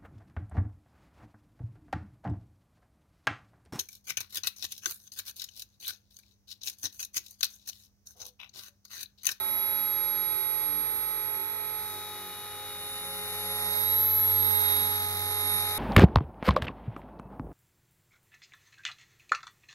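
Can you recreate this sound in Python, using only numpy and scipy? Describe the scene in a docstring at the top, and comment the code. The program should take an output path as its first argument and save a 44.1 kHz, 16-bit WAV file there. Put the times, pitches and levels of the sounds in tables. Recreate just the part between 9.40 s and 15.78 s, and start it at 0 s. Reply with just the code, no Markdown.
"""A piercing gear whine leads: a small electric model helicopter hovers, drifts off and comes close.
One head speed drives the two blades, a motor geared nine to one and a nine-tooth pinion, whose third
mesh harmonic is the whine. Drive and blades are sums of multiples of that speed; noise shaped by
frequency is the air rushing off the blades. A hunting tail rotor and a faint breeze lie behind."""
import sys
import numpy as np
from scipy import signal
from scipy.fft import rfft, irfft, next_fast_len
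from scipy.io import wavfile
from scipy.ndimage import uniform_filter1d, map_coordinates

SR = 44100
rng = np.random.default_rng(int(sys.argv[2]) if len(sys.argv) > 2 else 0)


def unload_wav(signal):
    """Save mono or channel-first audio to the path in sys.argv[1] as 16-bit WAV at rate SR, clipped to [-1, 1]."""
    wavfile.write(
        sys.argv[1],
        SR,
        np.round(np.clip(np.atleast_2d(signal).T, -1, 1) * 32767).astype(np.int16),
    )


N = 281358
T = np.arange(N) / SR  # seconds

# An order is a multiple of the main rotor speed. Levels are before the trims and swells in each layer.
# Flight and head speed
# main rotor speed before smoothing: start_s, speed_turns_per_s
HEAD_SPEED = [(0, 47.62), (0.14, 47.66), (0.3, 47.6), (0.57, 47.36), (0.72, 47.29), (0.86, 47.39),
              (1.08, 47.45), (1.38, 47.31), (1.58, 47.16), (1.78, 47.31), (1.9, 47.55), (2.08, 47.69),
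              (2.3, 47.43), (2.48, 47.1), (2.58, 46.88), (2.8, 46.54), (3.08, 46.41), (3.25, 46.2),
              (3.45, 46.09), (3.9, 46.35), (4.28, 46.62), (4.41, 46.97), (4.53, 47.69), (4.63, 47.87),
              (4.73, 48.04), (4.9, 47.57), (5.1, 47.04), (5.38, 46.72), (5.5, 46.86), (5.77, 46.5),
              (5.97, 46.53), (6.17, 46.47), (6.38, 46.63)]
# distance from helicopter to microphone: start_s, distance_m
FLIGHT_PATH = [(0, 2.17), (1.2, 2.21), (2.2, 2.27), (3.1, 2.7), (3.7, 2.62), (4.2, 1.47), (4.8, 1.3),
               (5.3, 1.06), (5.8, 1.26), (6.38, 1.05)]
# time by which sound reaches the left port first: start_s, lead_ms
LEFT_LEAD = [(0, .072), (.5, .048), (1.4, .09), (2.1, .092), (2.7, .062), (3.15, .055), (3.5, .105),
             (3.95, .108), (4.5, .19), (5.3, .204), (5.9, .178), (6.38, .148)]

# Gears
# the whine, beamed by the gears so that it swells and fades as the body turns: start_s, level_db
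WHINE_LEVEL = [(0, -32.4), (0.12, -28.6), (0.6, -29.3), (1, -29.2), (1.35, -29.7), (1.9, -32.7),
               (2.4, -35.8), (2.7, -51.3), (3.25, -49.0), (3.5, -42.9), (3.85, -45.6), (4.25, -33.2),
               (4.55, -24.7), (4.8, -24.3), (5, -24.5), (5.4, -27.2), (5.75, -36.7), (6.15, -28.5),
               (6.38, -39.4)]
# stereo place of the whine: start_s, left_minus_right_db
WHINE_PAN = [(0, -9.6), (1.2, -10.8), (2.4, -11.0), (2.8, 5.3), (3.6, -2.0), (3.95, 4.3), (4.35, -19.7),
             (4.6, -3.0), (4.85, -2.1), (5.3, -20.3), (5.6, -4.7), (6, -27.7), (6.38, -11.6)]
# gear mesh tone: start_s, level_db
MESH_LEVEL = [(0, -43.5), (0.2, -47.5), (0.9, -46), (1.4, -51), (2.2, -53.5), (2.6, -46.5), (3.1, -48.5),
              (3.6, -42.5), (4.25, -40.5), (4.5, -39), (4.8, -50), (5.1, -39.5), (5.35, -36.5),
              (5.7, -43.5), (6.2, -38), (6.38, -38.5)]
# stereo place of the mesh tone: start_s, left_minus_right_db
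MESH_PAN = [(0, 3.5), (0.9, -3.5), (1.4, -2.4), (2.3, 4.8), (2.7, 5.3), (3.1, 8.6), (3.5, 2), (4, 2.5),
            (4.4, 3), (4.8, -9.2), (5.2, 0.6), (5.6, 2.6), (6.38, 7.7)]
# lines beside the mesh tone: order, relative_level_db
MESH_SIDEBANDS = [(71, -9), (72, -1), (73, -11), (77, -9), (78, -10), (79, -11), (82, -3), (83, -8),
                  (84, -9), (85, -2), (86, -7), (87, -13), (90, -4)]
# unevenness of the gear teeth round one turn: order, relative_level_db
TOOTH_RUNOUT = [(1, 0), (2, -10), (3, -15), (4, -11), (5, -17)]
# envelope of the rattle round the whine: order, relative_level_db
CHATTER_ENVELOPE = [(219, -24), (230, -19), (236, -22), (238, -9), (239, -5), (240, -15), (242, -13),
                    (244, -9), (246, -4), (247, 0), (248, -13), (249, -7), (250, -16), (252, -8),
                    (254, -16), (262, -25)]
# lines beside the whine, from the pinion wobbling once per motor turn: order, relative_level_db
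PINION_WOBBLE = [(207, -11), (215, -6), (216, -2), (217, -8), (224, -6), (225, 3), (226, -8), (233, -7),
                 (234, -3), (235, -7), (261, -3), (270, -15)]

# Air: noise spectra
# low downwash: frequency_hz, relative_level_db_per_hz
WASH_SPECTRUM = [(150, -22), (300, -25), (400, -9), (550, -6.5), (680, -4.5), (850, -3), (1100, -8.5),
                 (1600, -14.5), (4000, -54)]
# mid-range rush: frequency_hz, relative_level_db_per_hz
RUSH_SPECTRUM = [(500, -24), (1000, 0), (1350, 8), (1650, 4.5), (2050, 7.5), (2500, 6), (2800, -4.5),
                 (3150, -2.5), (3450, 5.5), (3750, 6), (4050, 10.5), (4600, -2.5), (6500, 1), (9000, -25)]
# treble hiss: frequency_hz, relative_level_db_per_hz
HISS_SPECTRUM = [(2500, -34), (4600, 0.5), (5800, -2.5), (7600, -5.5), (8150, -16.5), (8900, 1),
                 (10200, 5.5), (11000, 1.5), (11500, 12), (12200, 7), (13200, -25), (14300, -2),
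                 (15400, -0.5), (16000, -12)]
# downwash: start_s, level_db
WASH_LEVEL = [(0.0, -54.5), (0.35, -57.5), (2.74, -60.5), (3.0, -63), (3.75, -60.5), (4.3, -52.5),
              (4.74, -59.5), (4.82, -56), (5.17, -55.5), (5.22, -51.5), (5.61, -57), (6.38, -52.5)]
# hiss: start_s, level_db
HISS_LEVEL = [(0.0, -57.5), (1.06, -57), (1.94, -58.5), (2.18, -62.5), (2.5, -55.5), (3.14, -59),
              (3.59, -54.5), (4.37, -47), (4.73, -53.5), (5.15, -49), (6.17, -48.5), (6.38, -47.5)]

# Motor
# its once-a-turn hum: start_s, level_db
HUM_LEVEL = [(0.0, -65.5), (1.35, -56.5), (3.32, -55.5), (4.09, -47.5), (4.69, -51), (5.08, -47.5),
             (6.34, -48.5), (6.38, -51)]
# its overtones: order, level_db, power_of_distance_it_falls_with, left_minus_right_db
MOTOR_TONES = [(18, -41, 1.22, 0.4), (27, -47, 0.85, 1)]
# its seventh overtone: start_s, level_db
WHISTLE_LEVEL = [(0, -70), (2.5, -70), (3.0, -58.5), (3.9, -56.5), (4.7, -60), (6.38, -56)]
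# buzz of the drive and its shell: order, relative_level_db
SHELL_ORDERS = [(14, -12), (20, -6), (22, -10), (24, -9), (25, -12), (31, -4), (32, -6), (38, -10),
                (40, -11), (41, -9), (43, -11), (45, -2), (50, -10), (54, -10)]
# its high overtones: order, relative_level_db
SINGING_ORDERS = [(162, -7), (189, -6), (322, -8), (324, 0), (325, -9), (326, -5)]

# Blades
# thrum of the two blades: start_s, level_db
THRUM_LEVEL = [(0.0, -62), (2.54, -59.5), (2.95, -64), (3.23, -57), (3.64, -61), (4.05, -51.5),
               (4.34, -51.5), (4.73, -42), (6.38, -47.5)]
# octave of the thrum: start_s, level_db
OCTAVE_LEVEL = [(0, -66.5), (1, -73.5), (2, -66), (3.3, -71), (3.8, -56), (4.5, -59), (4.9, -55),
                (5.3, -58.5), (5.7, -54.5), (5.88, -68), (6.1, -55.5), (6.38, -62)]
# fourth and higher blade overtones: start_s, level_db
FLUTTER_LEVEL = [(0, -56), (.9, -61), (2, -60.5), (2.8, -64), (3.6, -67), (4.4, -65), (6.38, -62.5)]
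# higher blade overtones: order, relative_level_db
BLADE_ORDERS = [(10, 3), (11, -4), (12, -1), (13, -5)]
# throbs as the blades cut their own wake: centre_s, octave_and_third_swell_db, fourth_swell_db
WAKE_THROBS = [(.13, 9, -3), (.42, 11.5, -5), (.53, -0.5, 4), (.78, 7.5, 7), (1.0, -1.5, 9), (1.35, 10, -1),
               (1.57, 5.5, -1), (1.8, 0, 6), (2.0, 4, 8), (2.57, 2.5, 10), (2.75, 3, 8), (2.86, 4.5, 8),
               (4.4, 2, 7), (5.05, 2, 7), (5.37, 0.5, 8), (6.15, 2.5, 2)]

# Tail rotor and breeze
# tail blade rate before its waver: start_s, rate_hz
TAIL_RATE = [(0, 257), (.8, 248), (1, 255), (1.3, 248), (1.8, 257), (2.1, 254), (2.3, 248), (2.6, 254),
             (3, 255), (3.45, 270), (3.55, 264), (3.75, 272), (3.89, 264), (4.38, 273), (4.47, 264),
             (4.56, 267), (4.8, 259), (5.3, 248), (5.7, 245), (6.15, 267), (6.38, 258)]
# tail rotor buzz: multiple_of_tail_blade_rate, relative_level_db
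TAIL_ORDERS = [(1, -17), (2, 4), (3, -8), (4, -11), (5, 5), (6, -9), (7, 0), (8, -6), (9, -9), (10, -5)]
# faint breeze: frequency_hz, relative_level_db_per_hz
BREEZE_SPECTRUM = [(15, -9), (40, -4), (80, 5.5), (140, 3), (230, -2.5), (400, -1.5), (1000, -46),
                   (4000, -64)]

# Microphone
# colour of the two ports: frequency_hz, left_minus_right_db
PORT_COLOUR = [(100, -5), (700, 0.5), (1400, 4), (2200, -2), (2900, 0), (4000, 5.5), (6000, 6.5),
               (7600, 1.5), (9000, -12), (10400, -3), (11500, -9), (12800, -6), (14000, 3), (15000, 5)]
# phase of the left port against the right: frequency_hz, phase_rad
PORT_PHASE = [(900, 0), (1400, -.15), (1900, -.8), (2300, -.75), (2700, 0), (4000, 0), (4700, -.9),
              (6000, 0)]
# likeness of the air noise at the two ports: frequency_hz, likeness_0_to_1
PORT_LIKENESS = [(50, 1), (700, 0.8), (2000, 0.9), (2500, .85), (2900, .45), (3600, .7), (5000, 0.2),
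                 (9000, 0.15), (11500, .3), (15000, 0.2)]

INERTIA_S = .1  # the rotor's weight rounds off every change of speed
NEAR_M = 1.145  # distance at which nearness is 0 dB
EDGE_HZ = 15780  # top of the recorder's band
TREBLE_LAG_MS, MESH_LAG_MS = .035, .012  # extra delay of whine and mesh tone at the left port
# The whine roughens while the rotor speeds up (random shake in radians).
SPIN_UP_S, SPIN_UP_WIDTH_S, SHAKE_CALM, SHAKE_SPIN_UP = 4.6, .14, .06, .33
# The blades bite harder in a short climb, and the loaded teeth rattle more.
SURGE_S, SURGE_WIDTH_S, SURGE_DB, CHATTER_SURGE_DB = 5.27, .23, 3.5, 4.1
# Hiss swell at each blade passage, its growth per dB of nearness, and the swell of the rush.
CHOP_DB, CHOP_NEAR, RUSH_CHOP_DB = 1.5, .11, .45
# No two blade passages are alike: scatter, its growth per dB of nearness, its growth under load.
COARSE_DB, COARSE_NEAR, COARSE_SURGE_DB = 1.0, .06, .6
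THROB_WIDTH_S, FLAP_WIDTH_S = .098, .055  # the fourth overtone answers more briefly
CLATTER_DB = -47.5  # at nearness 0 dB
# The tail rotor is loudest while it faces the microphone.
TAIL_DB, BROADSIDE_DB, BROADSIDE_S, BROADSIDE_WIDTH_S = -60, 14.5, 3.9, .9
BUFFET_S, BUFFET_WIDTH_S, BUFFET_DB = 5.38, .045, 4  # one puff of downwash reaches the microphone


def gears(turns):
    """81 teeth mesh per turn; uneven teeth shake the whine, adding sidebands one rotor speed apart."""
    whine_db, near_db = curve(WHINE_LEVEL), nearness()
    mesh_tone = tone(left_late(turns, MESH_LAG_MS), order=81)
    mesh = amp(curve(MESH_LEVEL) + 1.06 * wander(44)) * pan(curve(MESH_PAN)) * mesh_tone
    growl_lines = revolving(turns, MESH_SIDEBANDS, drift=.25, unsteady_db=1.5)
    growl = amp(-48 + 1.3 * near_db) * growl_lines

    tooth_timing = revolving(turns, TOOTH_RUNOUT, drift=.1, unsteady_db=1)
    roughness = SHAKE_CALM + SHAKE_SPIN_UP * bump(SPIN_UP_S, SPIN_UP_WIDTH_S)
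    shake = .28 * tooth_timing + roughness * wander(110)  # radians of the whine
    treble_turns = left_late(turns, TREBLE_LAG_MS)
    shaken_turns = treble_turns + shake / (2 * np.pi * 243)
    whine_gain = amp(whine_db + .6 + .4 * wander(25)) * pan(curve(WHINE_PAN))
    whine = whine_gain * tone(shaken_turns, order=243)

    k = np.setdiff1d(np.arange(219, 263), [243])  # every order round the whine, but not the whine
    sidebands = np.column_stack([k, np.interp(k, *np.transpose(CHATTER_ENVELOPE))])
    rattle = revolving(treble_turns, sidebands, drift=.2, unsteady_db=2)
    follow_db = .36 * (whine_db - whine_db.mean())  # the rattle partly follows the whine
    chatter = amp(-39 + follow_db + .6 * near_db + CHATTER_SURGE_DB * surge()) * rattle
    wobble_lines = revolving(treble_turns, PINION_WOBBLE, drift=.25, unsteady_db=2)
    wobble = amp(-46.5 + .75 * near_db) * wobble_lines
    return mesh + growl + whine + chatter + wobble


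def air(turns):
    """Turbulence off the blades swells at each passage, more deeply and unevenly at close range."""
    near_db = nearness()
    passage, once = tone(turns, order=2), tone(turns, order=1)
    gusts_db = .35 * wander(20)
    coarse_db = COARSE_DB + COARSE_NEAR * near_db + COARSE_SURGE_DB * surge()
    rush_grain_db, hiss_grain_db = coarse_db * wander(130), coarse_db * wander(130)

    wash_db = curve(WASH_LEVEL) + 4.5 + .5 * wander(7.3) + .37 * passage
    rush_chop_db = RUSH_CHOP_DB * (passage + tone(turns, order=4) + tone(turns, order=9))
    rush_db = -44.5 + .97 * near_db + .79 * broadside() + SURGE_DB * surge()
    rush_db = rush_db + rush_chop_db + rush_grain_db + gusts_db
    hiss_chop_db = (CHOP_DB + CHOP_NEAR * near_db) * passage + .3 * once
    hiss_db = curve(HISS_LEVEL) + 10.5 + hiss_chop_db + hiss_grain_db + gusts_db

    wash = amp(wash_db) * noise(WASH_SPECTRUM)
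    rush = amp(rush_db) * noise(RUSH_SPECTRUM)
    hiss = amp(hiss_db) * noise(HISS_SPECTRUM)
    return wash + rush + hiss


def motor(turns):
    """The motor sings at nine times the rotor speed and shakes the shell."""
    near_db = nearness()
    hum_gain = amp(curve(HUM_LEVEL) + 1.0 + .7 * wander(5)) * pan(11.0)
    layers = hum_gain * tone(turns, order=9)
    for order, level_db, falloff, side_db in MOTOR_TONES:
        gain = amp(level_db + falloff * near_db + .7 * wander(5)) * pan(side_db)
        layers = layers + gain * tone(turns, order)
    whistle = amp(curve(WHISTLE_LEVEL) + 2 * wander(27)) * tone(turns, order=63)
    shell = revolving(turns, SHELL_ORDERS, drift=.35, unsteady_db=2)
    buzz = amp(-50 + 1.4 * near_db) * shell
    singing_lines = revolving(turns, SINGING_ORDERS, drift=.56, unsteady_db=4.0)
    singing = amp(-56.0 + .33 * near_db) * singing_lines
    return layers + whistle + buzz + singing


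def blades(turns):
    """Two blades thrum twice per turn; their overtones come and go in the stirred air."""
    throb_db = sum(db * bump(s, THROB_WIDTH_S) for s, db, _ in WAKE_THROBS)
    flap_db = sum(db * bump(s, FLAP_WIDTH_S) for s, _, db in WAKE_THROBS)
    stirred = turns + .012 * wander(14)  # rotor angle in turns

    thrum_db = curve(THRUM_LEVEL) + .4 + .83 * wander(2.5)
    octave_db = curve(OCTAVE_LEVEL) + throb_db + 2 * wander(8)
    third_db = -59.0 + 1.32 * nearness() + throb_db + 2.5 * wander(8)
    fourth_db = curve(FLUTTER_LEVEL) - .5 + flap_db + 1.5 * wander(8)

    thrum = amp(thrum_db) * pan(5.1) * tone(turns, order=2)
    octave = amp(octave_db) * pan(3.1) * tone(turns, order=4)
    third = amp(third_db) * pan(1.5) * tone(stirred, order=6)
    fourth = amp(fourth_db) * pan(-1.6) * tone(stirred, order=8)
    upper_lines = revolving(stirred, BLADE_ORDERS, drift=.99, unsteady_db=2.5)
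    overtones = amp(curve(FLUTTER_LEVEL) - 3) * upper_lines
    return thrum + octave + third + fourth + overtones


def clatter(turns):
    """Play in the rotor head's linkages repeats every turn, a dense comb of faint lines."""
    k = np.arange(15, 55)
    # the comb takes its colour from the rush
    orders = np.column_stack([k, spectrum_at(RUSH_SPECTRUM, k * curve(HEAD_SPEED).mean())])
    comb = revolving(turns, orders, drift=.3, unsteady_db=2.5)
    return amp(CLATTER_DB + .9 * nearness()) * comb


def tail_rotor():
    """The small rotor keeps changing speed to hold the heading, so its lines waver."""
    rate_hz = curve(TAIL_RATE) * (1 + .004 * wander(15))
    tail_turns = at_ports(np.cumsum(rate_hz) / SR)
    buzz = revolving(tail_turns, TAIL_ORDERS, drift=.3, unsteady_db=2)
    return amp(TAIL_DB + .8 * nearness() + BROADSIDE_DB * broadside()) * buzz


def breeze():
    """Faint low noise drifts in level, with one brief puff of downwash."""
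    puff_db = BUFFET_DB * bump(BUFFET_S, BUFFET_WIDTH_S)
    level_db = -59.5 + .21 * nearness() + 2.3 * wander(1.3) + puff_db
    return amp(level_db) * noise(BREEZE_SPECTRUM, shared=.9)


def nearness():
    """Decibels gained by distance alone."""
    return 20 * np.log10(NEAR_M / curve(FLIGHT_PATH))


def surge():
    """From 0 to 1: the extra load of the short climb."""
    return bump(SURGE_S, SURGE_WIDTH_S)


def broadside():
    """From 0 to 1: how squarely the tail rotor faces the microphone."""
    return bump(BROADSIDE_S, BROADSIDE_WIDTH_S)


def tone(turns, order):
    """One sine of unit rms at a multiple of the rotor speed."""
    return np.sqrt(2) * np.sin(2 * np.pi * (order * turns + rng.random()))


def revolving(turns, orders, drift, unsteady_db, count=80, size=8192):
    """A pattern repeats at every turn, while its partials slowly slip in phase and strength."""
    k, db = np.transpose(orders)
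    k = np.round(k).astype(int)
    slip, swell = rng.standard_normal((2, count, len(k)))
    phase = 2 * np.pi * rng.random(len(k)) + drift * np.cumsum(slip, axis=0)
    turn_hz = (turns[1, -1] - turns[1, 0]) / T[-1]
    snapshot = T / T[-1] * (count - 1)  # glide through the successive one-turn waveforms
    out = []
    for angle, gain in zip(turns, port_response(k * turn_hz)):
        partials = np.zeros((count, size // 2 + 1), complex)
        partials[:, k] = gain * amp(db + unsteady_db * swell) * np.exp(1j * phase)
        place = [snapshot, angle % 1 * size]
        out.append(map_coordinates(irfft(partials), place, order=1, mode="grid-wrap"))
    return unit_rms(np.array(out))


def noise(spectrum, shared=1):
    """Coloured noise, partly shared by the two ports according to frequency."""
    size = next_fast_len(N)
    hz = np.fft.rfftfreq(size, 1 / SR)
    a, b = rfft(rng.standard_normal((2, size)))
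    same = np.clip(shared * spectrum_at(PORT_LIKENESS, hz), 0, 1)
    pair = np.array([a, same * a + np.sqrt(1 - same ** 2) * b])
    coloured = pair * amp(spectrum_at(spectrum, hz)) * port_response(hz)
    left, right = irfft(coloured, size)[:, :N]
    return unit_rms(np.array([at_ports(left)[0], right]))


def at_ports(x):
    """The left port hears the helicopter a little earlier than the right."""
    lead = curve(LEFT_LEAD) * SR / 1000  # samples
    left = map_coordinates(x, [np.arange(N) + lead], order=3, mode="nearest")
    return np.array([left, x])


def left_late(turns, ms):
    """The rotor angle with a further delay at the left port."""
    return turns - np.array([[1], [0]]) * curve(HEAD_SPEED) * ms / 1000


def port_response(hz):
    """Complex left and right gains: the colour and phase of the two ports."""
    left_phase = np.array([[1], [0]]) * spectrum_at(PORT_PHASE, hz)
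    return pan(spectrum_at(PORT_COLOUR, hz)) * np.exp(1j * left_phase)


def pan(db):
    """Left and right gains of constant power, from their difference in decibels."""
    pair = np.array([amp(db / 2), amp(-db / 2)]).reshape(2, -1)
    return pair / np.sqrt(np.mean(pair ** 2, axis=0))


def wander(rate_hz):
    """Random motion of unit rms, low-passed with a Gaussian slope."""
    hz = np.fft.rfftfreq(N, 1 / SR)
    return unit_rms(irfft(rfft(rng.standard_normal(N)) * np.exp(-(hz / rate_hz) ** 2), N))


def bump(s, width_s):
    """A smooth rise from 0 to 1 and back around a moment."""
    return np.exp(-((T - s) / width_s) ** 2)


def curve(rows):
    """A two-column time table, drawn sample by sample."""
    s, value = np.transpose(rows)
    return np.interp(T, s, value)


def spectrum_at(points, hz):
    """A frequency table read on a log-frequency axis."""
    f, value = np.transpose(points)
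    return np.interp(np.log(hz + 1), np.log(f + 1), value)


def amp(db):
    """Decibels to gain."""
    return 10 ** (np.asarray(db) / 20)


def unit_rms(x):
    """Scales to an rms of one."""
    return x / np.sqrt(np.mean(x ** 2) + 1e-20)


def scene():
    """The helicopter over a faint breeze; its sway keeps shifting the path to each port."""
    speed = uniform_filter1d(curve(HEAD_SPEED), round(INERTIA_S * SR)) * (1 + .0001 * wander(19.6))
    turns = at_ports(np.cumsum(speed) / SR)
    swaying = turns + .00024 * np.array([wander(1.0), wander(6.1)])  # turns, left and right
    drive = gears(swaying) + motor(swaying)
    rotor = air(turns) + blades(turns) + clatter(turns)
    return drive + rotor + tail_rotor() + breeze()


def record(dry):
    """The recorder's band limit, a steep low-pass."""
    taps = signal.firwin(511, EDGE_HZ, window=("kaiser", 9), fs=SR)
    return signal.oaconvolve(dry, taps[None], "same")


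dry = scene()
out = record(dry)
unload_wav(out)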